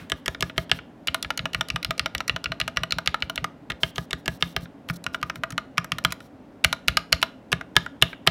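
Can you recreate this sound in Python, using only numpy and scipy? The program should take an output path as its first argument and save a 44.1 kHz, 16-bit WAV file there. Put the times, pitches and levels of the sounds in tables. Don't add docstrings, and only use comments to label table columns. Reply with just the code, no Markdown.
import sys
import numpy as np
from scipy import signal
from scipy.fft import rfft, irfft, next_fast_len
from scipy.io import wavfile
from scipy.ndimage import uniform_filter1d

SR = 44100
rng = np.random.default_rng(int(sys.argv[2]) if len(sys.argv) > 2 else 0)


def rack_gain(trim_db):
    fader = np.asarray(trim_db, float)
    return 10 ** (fader / 20)


def bounce(signal):
    frames = np.transpose(np.atleast_2d(signal))
    limited = np.clip(frames, -1, 1)
    pcm = np.round(limited * 32767).astype(np.int16)
    wavfile.write(sys.argv[1], SR, pcm)


N = 366030

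# (time [s], knock [dB], crack of the cap over the knock [dB],
# hardness [dB], push into the desk [dB])
BOTTOM_HITS = [(0.1187, -16, 2.5, -3, -34.5), (0.28, -15.5, 0.5, -0.5, -33), (0.425, -16, 4.5, -4, -25.5),
               (0.5791, -14.5, 5.5, -6.5, -24.5), (0.715, -17, 14, -13, -28.5),
               (1.0829, -20, 10, -31.5, -39), (1.2469, -25.5, 5.5, -35, -40),
               (1.3923, -22.5, 9.5, -27, -31), (1.5465, -17, 2.5, -9, -34), (1.702, -27, 10, -6.5, -45),
               (1.847, -23, 10, -5.5, -44), (1.9945, -19.5, 9.5, -6.5, -37), (2.1495, -16, -1.5, 0, -41),
               (2.2956, -18.5, 7.5, -20, -37), (2.458, -21, 7.5, -26.5, -43),
               (2.6132, -21.5, 11.5, -17.5, -31.5), (2.7709, -13, 2.5, -9, -35),
               (2.9225, -22, 11, -6.5, -37), (3.0744, -15, 10.5, -9, -32),
               (3.223, -17.5, 7.5, -22.5, -38.5), (3.3774, -19, 7, -29, -41),
               (3.7186, -31.5, 11.5, -17, -40), (3.833, -18.5, 12.5, -15.5, -26.5),
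               (3.981, -18.5, 2, -3.5, -28.5), (4.1302, -18.5, 5.5, -6, -32), (4.279, -16, 2, -2.5, -27.5),
               (4.4245, -17.5, 13, -16.5, -28), (4.564, -17, 7.5, -7.5, -29.5),
               (4.8985, -18, -2.5, -9, -23), (5.0646, -21.5, 3, -5.5, -35), (5.2285, -17.5, 0.5, -3, -31),
               (5.524, -33, -3, 2, -29.5), (5.7801, -17, 2.5, -1, -26.5), (5.919, -19.5, 7.5, -7, -29.5),
               (6.0488, -12, 4.5, -4.5, -25), (6.6458, -7, 2, 1, -28), (6.8822, -9, 7, -3.5, -30.5),
               (7.1268, -7, 8, -4, -28), (7.5277, -13, 4, -2.5, -22.5), (7.7654, -11.5, 9, -3.5, -23),
               (8.0235, -10.5, 11, -5.5, -20.5), (8.2736, -9.5, 10, -7, -20.5)]
# (time [s], knock [dB], crack over the knock [dB], hardness [dB])
TOP_HITS = [(0.3472, -28, 0, -18.5), (0.497, -30.5, 4.5, -25), (0.7884, -31, -1.5, -19),
            (1.1444, -11.5, -0.5, -1), (1.3043, -16, 2, -11), (1.4554, -15.5, -1.5, -9.5),
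            (1.6096, -12.5, 0, -8), (1.7597, -12.5, -2.5, -10), (1.9074, -15, 2, -9.5),
            (2.0594, -14.5, 0.5, -12), (2.2045, -18, -0.5, -10.5), (2.362, -17.5, -0.5, -12),
            (2.519, -14.5, 0, -20.5), (2.678, -15, 0.5, -8.5), (2.8339, -15.5, 1, -12),
            (2.9846, -16, 1, -11), (3.1433, -15, 0.5, -15.5), (3.2973, -18.5, -1.5, -6.5),
            (3.4428, -15.5, 0, -7), (4.6564, -40.5, -3, -15), (5.1451, -16, -3, -7.5),
            (5.298, -15, -8.5, -9), (5.3571, -28.5, -5, 3), (5.4354, -15, -4.5, -9.5),
            (5.5048, -29.5, 0, 4.5), (5.5789, -15, 0, -12.5), (5.8443, -27, -9, 9), (5.984, -21, -3, 1.5),
            (6.122, -17, -1, 2.5), (6.204, -38.5, 2.5, -7.5), (6.7273, -12, 2, -7.5),
            (6.9706, -10, 7.5, -10.5), (7.2272, -10, 5.5, -8.5), (7.6107, -23, -10, -7.5),
            (7.862, -25.5, -9, -6), (8.13, -30.5, 4.5, -36)]
# (start [s], key [0 long bar, 1 left key, 2 right keys])
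KEY_RUNS = [(0, 0), (1, 1), (3.6, 0), (4.8, 2), (6.4, 1), (7.4, 0)]


def rms_one(x):
    return x / np.sqrt(np.mean(x ** 2) + 1e-20)


def at_hz(points, hz, column=1):
    points = np.array(points)
    return np.interp(np.log(hz), np.log(points[:, 0]), points[:, column])


def coloured(spectrum):
    size = next_fast_len(N)
    hz = np.arange(1, size // 2 + 2) * SR / size
    white = rfft(rng.standard_normal(size))
    return rms_one(irfft(white * rack_gain(at_hz(spectrum, hz)), size)[:N])


def ring(force, hz, t60):
    radius = rack_gain(-60 / (t60 * SR))
    omega = 2 * np.pi * hz / SR
    poles = [1, -2 * radius * np.cos(omega), radius * radius]
    return signal.lfilter([0, np.sin(omega)], poles, force + 1e-18)


def place(seconds, grains):
    at = np.round(seconds * SR).astype(int)[:, None] + np.arange(grains.shape[1])
    return np.bincount(at.ravel(), grains.ravel(), N + SR)[:N]


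def run_at(seconds):
    return np.searchsorted(np.array(KEY_RUNS)[:, 0], seconds) - 1


def key_at(seconds):
    return np.array(KEY_RUNS)[run_at(seconds), 1].astype(int)


def earlier_press():
    t60 = 0.3
    decay = rack_gain(-44.5 - 60 * np.arange(N) / SR / t60)
    return decay * coloured([(500, -14), (1300, 0), (3300, -8), (6000, -22), (12000, -27.0)])


def fan():
    # (frequency [Hz], relative density [dB per Hz])
    rush_spectrum = [(15, -69), (25, -20.5), (142, -13.5), (162, -13), (279, -6.5), (357, -19.5),
                     (408, -17), (443, -17.5), (480, -19.5), (550, -16.5), (597, -17.5), (1280, -31),
                     (1380, -30), (15000, -65.5), (16300, -78)]
    # (frequency [Hz], width of one resonance [Hz], level [dB])
    hz, width_hz, hum_db = (266, 25, -57)
    radius = np.exp(-np.pi * width_hz / SR)
    section = [1, 0, -1, 1, -2 * radius * np.cos(2 * np.pi * hz / SR), radius * radius]
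    hum = rms_one(signal.sosfilt([section, section], rng.standard_normal(N)))
    return rack_gain(-47) * coloured(rush_spectrum) + rack_gain(hum_db) * hum


def rub():
    # (start [s], end [s], peak level before smoothing and grain [dB])
    slides = [(-.04, 0.041, -63.5), (0.154, 0.205, -63.5), (0.296, 0.346, -59.5), (0.441, 0.506, -59),
              (0.567, 0.647, -54), (0.74, 0.787, -53.5), (1.568, 1.606, -64), (1.734, 1.764, -66),
              (3.203, 3.255, -67), (3.803, 3.911, -51), (3.951, 4.057, -55), (4.175, 4.212, -64),
              (4.295, 4.376, -54.5), (4.4, 4.536, -55), (4.604, 4.652, -55), (4.887, 4.912, -44.5),
              (4.93, 4.951, -51), (4.956, 4.97, -45.5), (5.131, 5.163, -56), (5.256, 5.295, -63.5),
              (5.349, 5.388, -62), (6.098, 6.119, -70), (6.205, 6.278, -64), (7.799, 7.867, -65),
              (8.04, 8.139, -60.5)]
    # (frequency [Hz], relative density [dB per Hz])
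    slide_spectrum = [(2500, -13), (4000, 7.5), (5000, -1), (5600, 6), (6500, -3.5), (8500, -3.5),
                      (11500, -1.5), (14000, -4), (15500, -2), (16400, -17)]
    t = np.arange(N) / SR
    power = np.zeros(N)
    for start, end, level_db in slides:
        progress = np.clip((t - start) / (end - start), 0, 1)
        arch = np.sin(np.pi * progress).clip(0) ** 0.6
        power += (t < end) * arch * rack_gain(2 * level_db)
    envelope = np.sqrt(np.abs(uniform_filter1d(power, size=300)))
    grain = rack_gain(2.0 * rms_one(uniform_filter1d(rng.standard_normal(N), size=130)))
    return envelope * grain * coloured(slide_spectrum)


def desk():
    # (time [s], push [dB])
    thump_pushes = [(0.01, -37.5), (0.398, -36), (0.47, -39), (0.738, -39), (1.433, -33), (1.586, -32),
                    (1.738, -27), (1.886, -27.5), (2.026, -37), (2.334, -28), (2.498, -30), (2.652, -35),
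                    (2.81, -30), (2.96, -30.5), (3.266, -40), (3.418, -31.5), (3.698, -34.5), (4.024, -40),
                    (4.177, -44), (4.323, -34), (4.453, -37), (4.623, -33), (4.944, -41), (5.382, -35.5),
                    (5.807, -39), (5.945, -35), (6.093, -31.5), (6.706, -39), (6.915, -34), (6.956, -33),
                    (6.991, -39), (7.572, -34.5), (7.833, -41)]
    # (frequency [Hz], level [dB], t60 [s])
    desk_modes = [(59, 10, 0.094), (82.1, 7.5, 0.12), (126, 2, 0.11), (171.4, -1, 0.21), (220, -15, 0.073)]
    press_deep_db = [-29, -29.5, -29.5, -35, -25, -32]
    press_follows_knock, top_follows_knock = 0.35, 0.3
    bottom, top, thumps = np.array(BOTTOM_HITS), np.array(TOP_HITS), np.array(thump_pushes)
    seconds = np.r_[bottom[:, 0], top[:, 0], thumps[:, 0]]
    recoil_db = top_follows_knock * top[:, 1]
    upper_db = np.r_[bottom[:, 4], -39.5 + recoil_db, thumps[:, 1]]
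    press_db = np.array(press_deep_db)[run_at(bottom[:, 0])] + press_follows_knock * bottom[:, 1]
    deep_db = np.r_[press_db, -47.5 + recoil_db, thumps[:, 1] - 12.5]
    out = np.zeros(N)
    for k, (hz, level_db, t60) in enumerate(desk_modes):
        push_db = (deep_db if hz < 100 else upper_db)[:, None]
        chance_db = rng.normal(0, 1, push_db.shape)
        early = seconds - 0.34 / hz
        force = place(early, rack_gain(push_db + level_db + chance_db))
        out += (-1) ** k * ring(force, hz, t60)
    return signal.sosfilt(signal.butter(2, 260, fs=SR, output="sos"), out)


def room(x):
    # (frequency [Hz], relative level [dB], t60 [s])
    room_bands = [(300, -20, 0.56), (710, -11.5, 0.24), (1500, -16.5, 0.3), (3000, -23.5, 0.41),
                  (4960, -17, 0.21), (8000, -29, 0.48), (14000, -22, .2)]
    wall_s, wall_db = 0.0205, -35.5
    t = np.arange(SR // 2) / SR
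    tail = np.zeros(len(t))
    edges = 150 * 2 ** np.arange(0, 7.1, 0.5)
    for low, high in zip(edges, edges[1:]):
        hz = np.sqrt(low * high)
        band_filter = signal.butter(2, [low, high], "band", fs=SR, output="sos")
        band = signal.sosfilt(band_filter, rng.standard_normal(len(t)))
        decay_db = -60 * t / at_hz(room_bands, hz, column=2)
        tail += rack_gain(at_hz(room_bands, hz) + decay_db) * band
    build_up = 1 - np.exp(-(t / 0.0009) ** 2)
    tail *= build_up / np.sqrt(SR / 40)
    tail[round(wall_s * SR)] += rack_gain(wall_db)
    return signal.fftconvolve(x, tail)[:N]


def rattle_force(length_ms, lumpy_db):
    ms = np.arange(900) * 1000 / SR
    progress = ms / length_ms[:, None]
    unevenness = rack_gain(lumpy_db * rng.standard_normal(progress.shape))
    ticks = rng.standard_normal(progress.shape) * unevenness
    envelope = (1 - np.exp(-5.0 * progress)) * np.exp(-1.5 * progress)
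    return ticks * envelope / np.sqrt(length_ms[:, None] * SR / 1000)


def clack_force(count, chatter_db, chatter_ms, rebound_db):
    ms = np.arange(400) * 1000 / SR
    ticks = np.diff(rng.standard_normal((count, 401)))
    force = rack_gain(chatter_db) * ticks * np.exp(-ms / chatter_ms)
    late_ms = rng.uniform(2, 4, (count, 1))
    force += rack_gain(rebound_db) * (np.abs(ms - late_ms) < 500 / SR)
    force[:, 0] += 1
    return force


def clack_colour(rows, where):
    # (hollow near 550 Hz [dB], middle near 2 kHz [dB])
    clack_body = [(1, -3.5), (-6.5, -3.5), (-12.5, 0.5), (-6, 0), (-6.5, -7), (-12.5, -3)]
    knock, crack, hard = rows[:, 1:4].T
    hollow, middle = np.array(clack_body)[where].T
    middle_db = knock + middle + 0.3 * crack
    return np.transpose([knock + hollow, knock, middle_db, knock + crack, knock + crack + hard])


def keyboard():
    # (time [s], relative strength [dB], brightness [dB], rattle length [ms])
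    touch_events = [(0.0975, -22, 2, 2.5), (0.2584, -20.5, 1.5, 3.2), (0.4068, -19, 3, 2.1),
                    (0.56, -45, -11, 6.3), (0.6945, -28, -6, 4.2), (1.072, -13.5, 1, 2.7),
                    (1.226, -17, 6, 2.05), (1.3746, -17, 5.5, 2.4), (1.5317, -22.5, -2, 3.1),
                    (1.6848, -24.5, 1, 2.4), (1.828, -20.5, -2, 2.2), (1.978, -29, 4, 3.6),
                    (2.18, -24, -1, 1.3), (2.2781, -20.5, 4, 3.5), (2.4407, -21.5, 1, 2.7),
                    (2.6, -16.5, 0, 2.7), (2.7607, -36, -1, 4.6), (2.907, -22, -3.5, 2.5),
                    (3.059, -22, 0, 2.9), (3.203, -38, -7, 3.1), (3.3569, -21.5, 3.5, 2.3),
                    (3.7, -17.5, -3, 4.6), (3.808, -60, 0, 3), (3.958, -28.5, 5.5, 2.2),
                    (3.9611, -33.5, -9, 4.2), (4.1072, -23, -3.5, 3), (4.2579, -22.5, -2, 2.8),
                    (4.4075, -38, 3, 3.9), (4.8869, -25.5, -4, 2.2), (5.04, -28.5, 5.5, 1.8),
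                    (5.1366, -39, -2, 1.5), (5.213, -39, 2, 2.5), (5.5209, -42, 9, 2.1),
                    (5.7726, -28, -9, 2.8), (6.039, -37, 6.5, 2.1), (6.1054, -29, -6, 2),
                    (6.112, -39, -2, 1.6), (6.6406, -17, -1.5, 2.1), (6.876, -26.5, 2, 2.9),
                    (7.122, -18, 1.5, 2.1), (7.2159, -31, 7, 1.9), (7.5174, -22.5, 5.5, 5),
                    (7.7538, -35, -4, 3.9), (8.015, -29, -1, 3), (8.2646, -32, 11, 8.4)]
    clack_hz = [550, 1200, 2000, 3500, 8000]
    touch_hz = [2000, 3500, 8000]
    # (frequency [Hz], t60 [s], under the bar [dB], left key [dB],
    # right keys [dB], a top stop [dB])
    case_modes = [(392, 0.04, -12, -23.5, -19, -25.5), (528, 0.043, -20, -13.5, -24, -16.5),
                  (649, 0.053, -12, -12, -9.5, -6.5), (743, 0.011, -5, -8, 0.5, -4.5),
                  (988, 0.018, -6.5, -15.5, -5.5, -7.5), (1227, 0.029, -3.5, -5.5, 0, -5.5),
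                  (1316, 0.019, -4, -3.5, -1.5, -0.5), (1438, 0.024, -7.5, -3.5, 0, -1),
                  (1610, 0.032, -9.5, -17, -19.5, -9), (1684, 0.051, -5.5, -16, -14.5, -22.5),
                  (1837, 0.017, -3, -3, -3.5, -2.5), (1935, 0.045, -13, -10, -19, -14),
                  (2150, 0.032, -6.5, -12.5, -20.5, -12), (2290, 0.022, -13, -6.5, -7, -9),
                  (2560, 0.026, -14.5, -19, -9.5, -11), (2756, 0.013, -3, 0, -3, -8.5),
                  (2970, 0.021, -9.5, -7, -23, -5.5), (3133, 0.018, -6.5, -17.5, -6, -21.5),
                  (3400, 0.037, -23, -20.5, -18, -25.5), (3640, 0.009, -4, -10, -10.5, -5.5),
                  (1540, 0.0016, -10, -1.5, 4, 1), (2160, 0.0022, -9, 3.5, 1, -9.5),
                  (7960, 0.097, -40.5, -51, -50, -47.5), (3853, 0.005, -16, -11, -34.5, -19.5),
                  (4007, .02, -21, -14.5, -16.5, -14.5), (4190, 0.012, -12, -7, -14, -11),
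                  (4610, 0.0065, -12.5, -9.5, -13, -22), (4990, 0.0066, -10.5, -9.5, -8.5, -9),
                  (5644, 0.016, -16.5, -15, -12, -12)]
    # (frequency [Hz], level [dB], t60 [s])
    treble_curve = [(6000, -15, 0.0065), (8650, -13.5, 0.0025), (11200, -14, 0.0027),
                    (13200, -26.5, 0.0073), (15500, -28.5, .006)]
    bottom, top = np.array(BOTTOM_HITS), np.array(TOP_HITS)
    touch_s, strength, bright, length_ms = np.array(touch_events).T

    under = key_at(bottom[:, 0])
    bottom_colour = clack_colour(bottom, under)
    bottom_force = clack_force(count=len(bottom), chatter_db=-17.0, chatter_ms=1.0, rebound_db=-12.5)

    stop = np.full(len(top), 3)
    top_colour = clack_colour(top, stop + key_at(top[:, 0]))
    top_force = clack_force(count=len(top), chatter_db=-16.0, chatter_ms=2.5, rebound_db=-9.5)

    body_db = strength - 20 + 3.5 * length_ms
    touch_colour = np.transpose([body_db, strength, strength + bright])
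    touch_force = rack_gain(8.5) * rattle_force(np.clip(length_ms, 0.5, 9), lumpy_db=4.0)

    contacts = [(bottom[:, 0], bottom_colour, clack_hz, under, bottom_force),
                (top[:, 0], top_colour, clack_hz, stop, top_force),
                (touch_s, touch_colour, touch_hz, key_at(touch_s), touch_force)]
    treble_modes = []
    for hz in np.geomspace(5900, 16000, num=18):
        same_everywhere = [at_hz(treble_curve, hz)] * 4
        treble_modes.append((hz, at_hz(treble_curve, hz, column=2), *same_everywhere))
    out = np.zeros(N)
    for k, (hz, t60, *place_db) in enumerate(case_modes + treble_modes):
        sign = (-1) ** (k // 2 if hz > 1400 else k)
        force = np.zeros(N)
        for seconds, colours, bands, where, grains in contacts:
            colour_db = [np.interp(np.log(hz), np.log(bands), row) for row in colours]
            chance_db = rng.normal(0, 2.8, len(seconds))
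            gain = sign * rack_gain(colour_db + np.array(place_db)[where] + chance_db)
            force += place(seconds, grains * gain[:, None])
        out += ring(force, hz, t60)
    return out


def shiver():
    # (frequency [Hz], relative density [dB per Hz])
    shiver_spectrum = [(600, -22.5), (1200, -2), (2200, 1), (3500, 0.5), (5500, -10), (7000, -20.5),
                       (12000, -27), (16000, -34)]
    rise_s, t60 = 0.004, 0.18
    rows = np.r_[np.array(BOTTOM_HITS)[:, :3], np.array(TOP_HITS)[:, :3]]
    crack_db = rows[:, 1:2] + rows[:, 2:3]
    power = place(rows[:, 0], rack_gain(2 * (crack_db - 37.5)))
    fall = rack_gain(-120 / (t60 * SR))
    rise = np.exp(-1 / (rise_s * SR))
    power = signal.lfilter([1], [1, -fall], power + 1e-18)
    power = signal.lfilter([1 - rise], [1, -rise], power)
    grain = rack_gain(2.8 * rms_one(uniform_filter1d(rng.standard_normal(N), size=60)))
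    return np.sqrt(power) * grain * coloured(shiver_spectrum)


def scene():
    keys = keyboard() + desk()
    mix = keys + room(keys) + shiver() + earlier_press() + rub() + fan()
    return mix[None]


def roll_off(x):
    return signal.sosfilt(signal.butter(12, 16470, fs=SR, output="sos"), x)


def record(dry):
    hiss = rack_gain(-80) * rng.standard_normal(N)
    bass_cut = signal.butter(3, 46, "high", fs=SR, output="sos")
    heard = signal.sosfilt(bass_cut, dry + hiss)
    return roll_off(np.clip(heard, -1, 1))


dry = scene()
out = record(dry)
bounce(out)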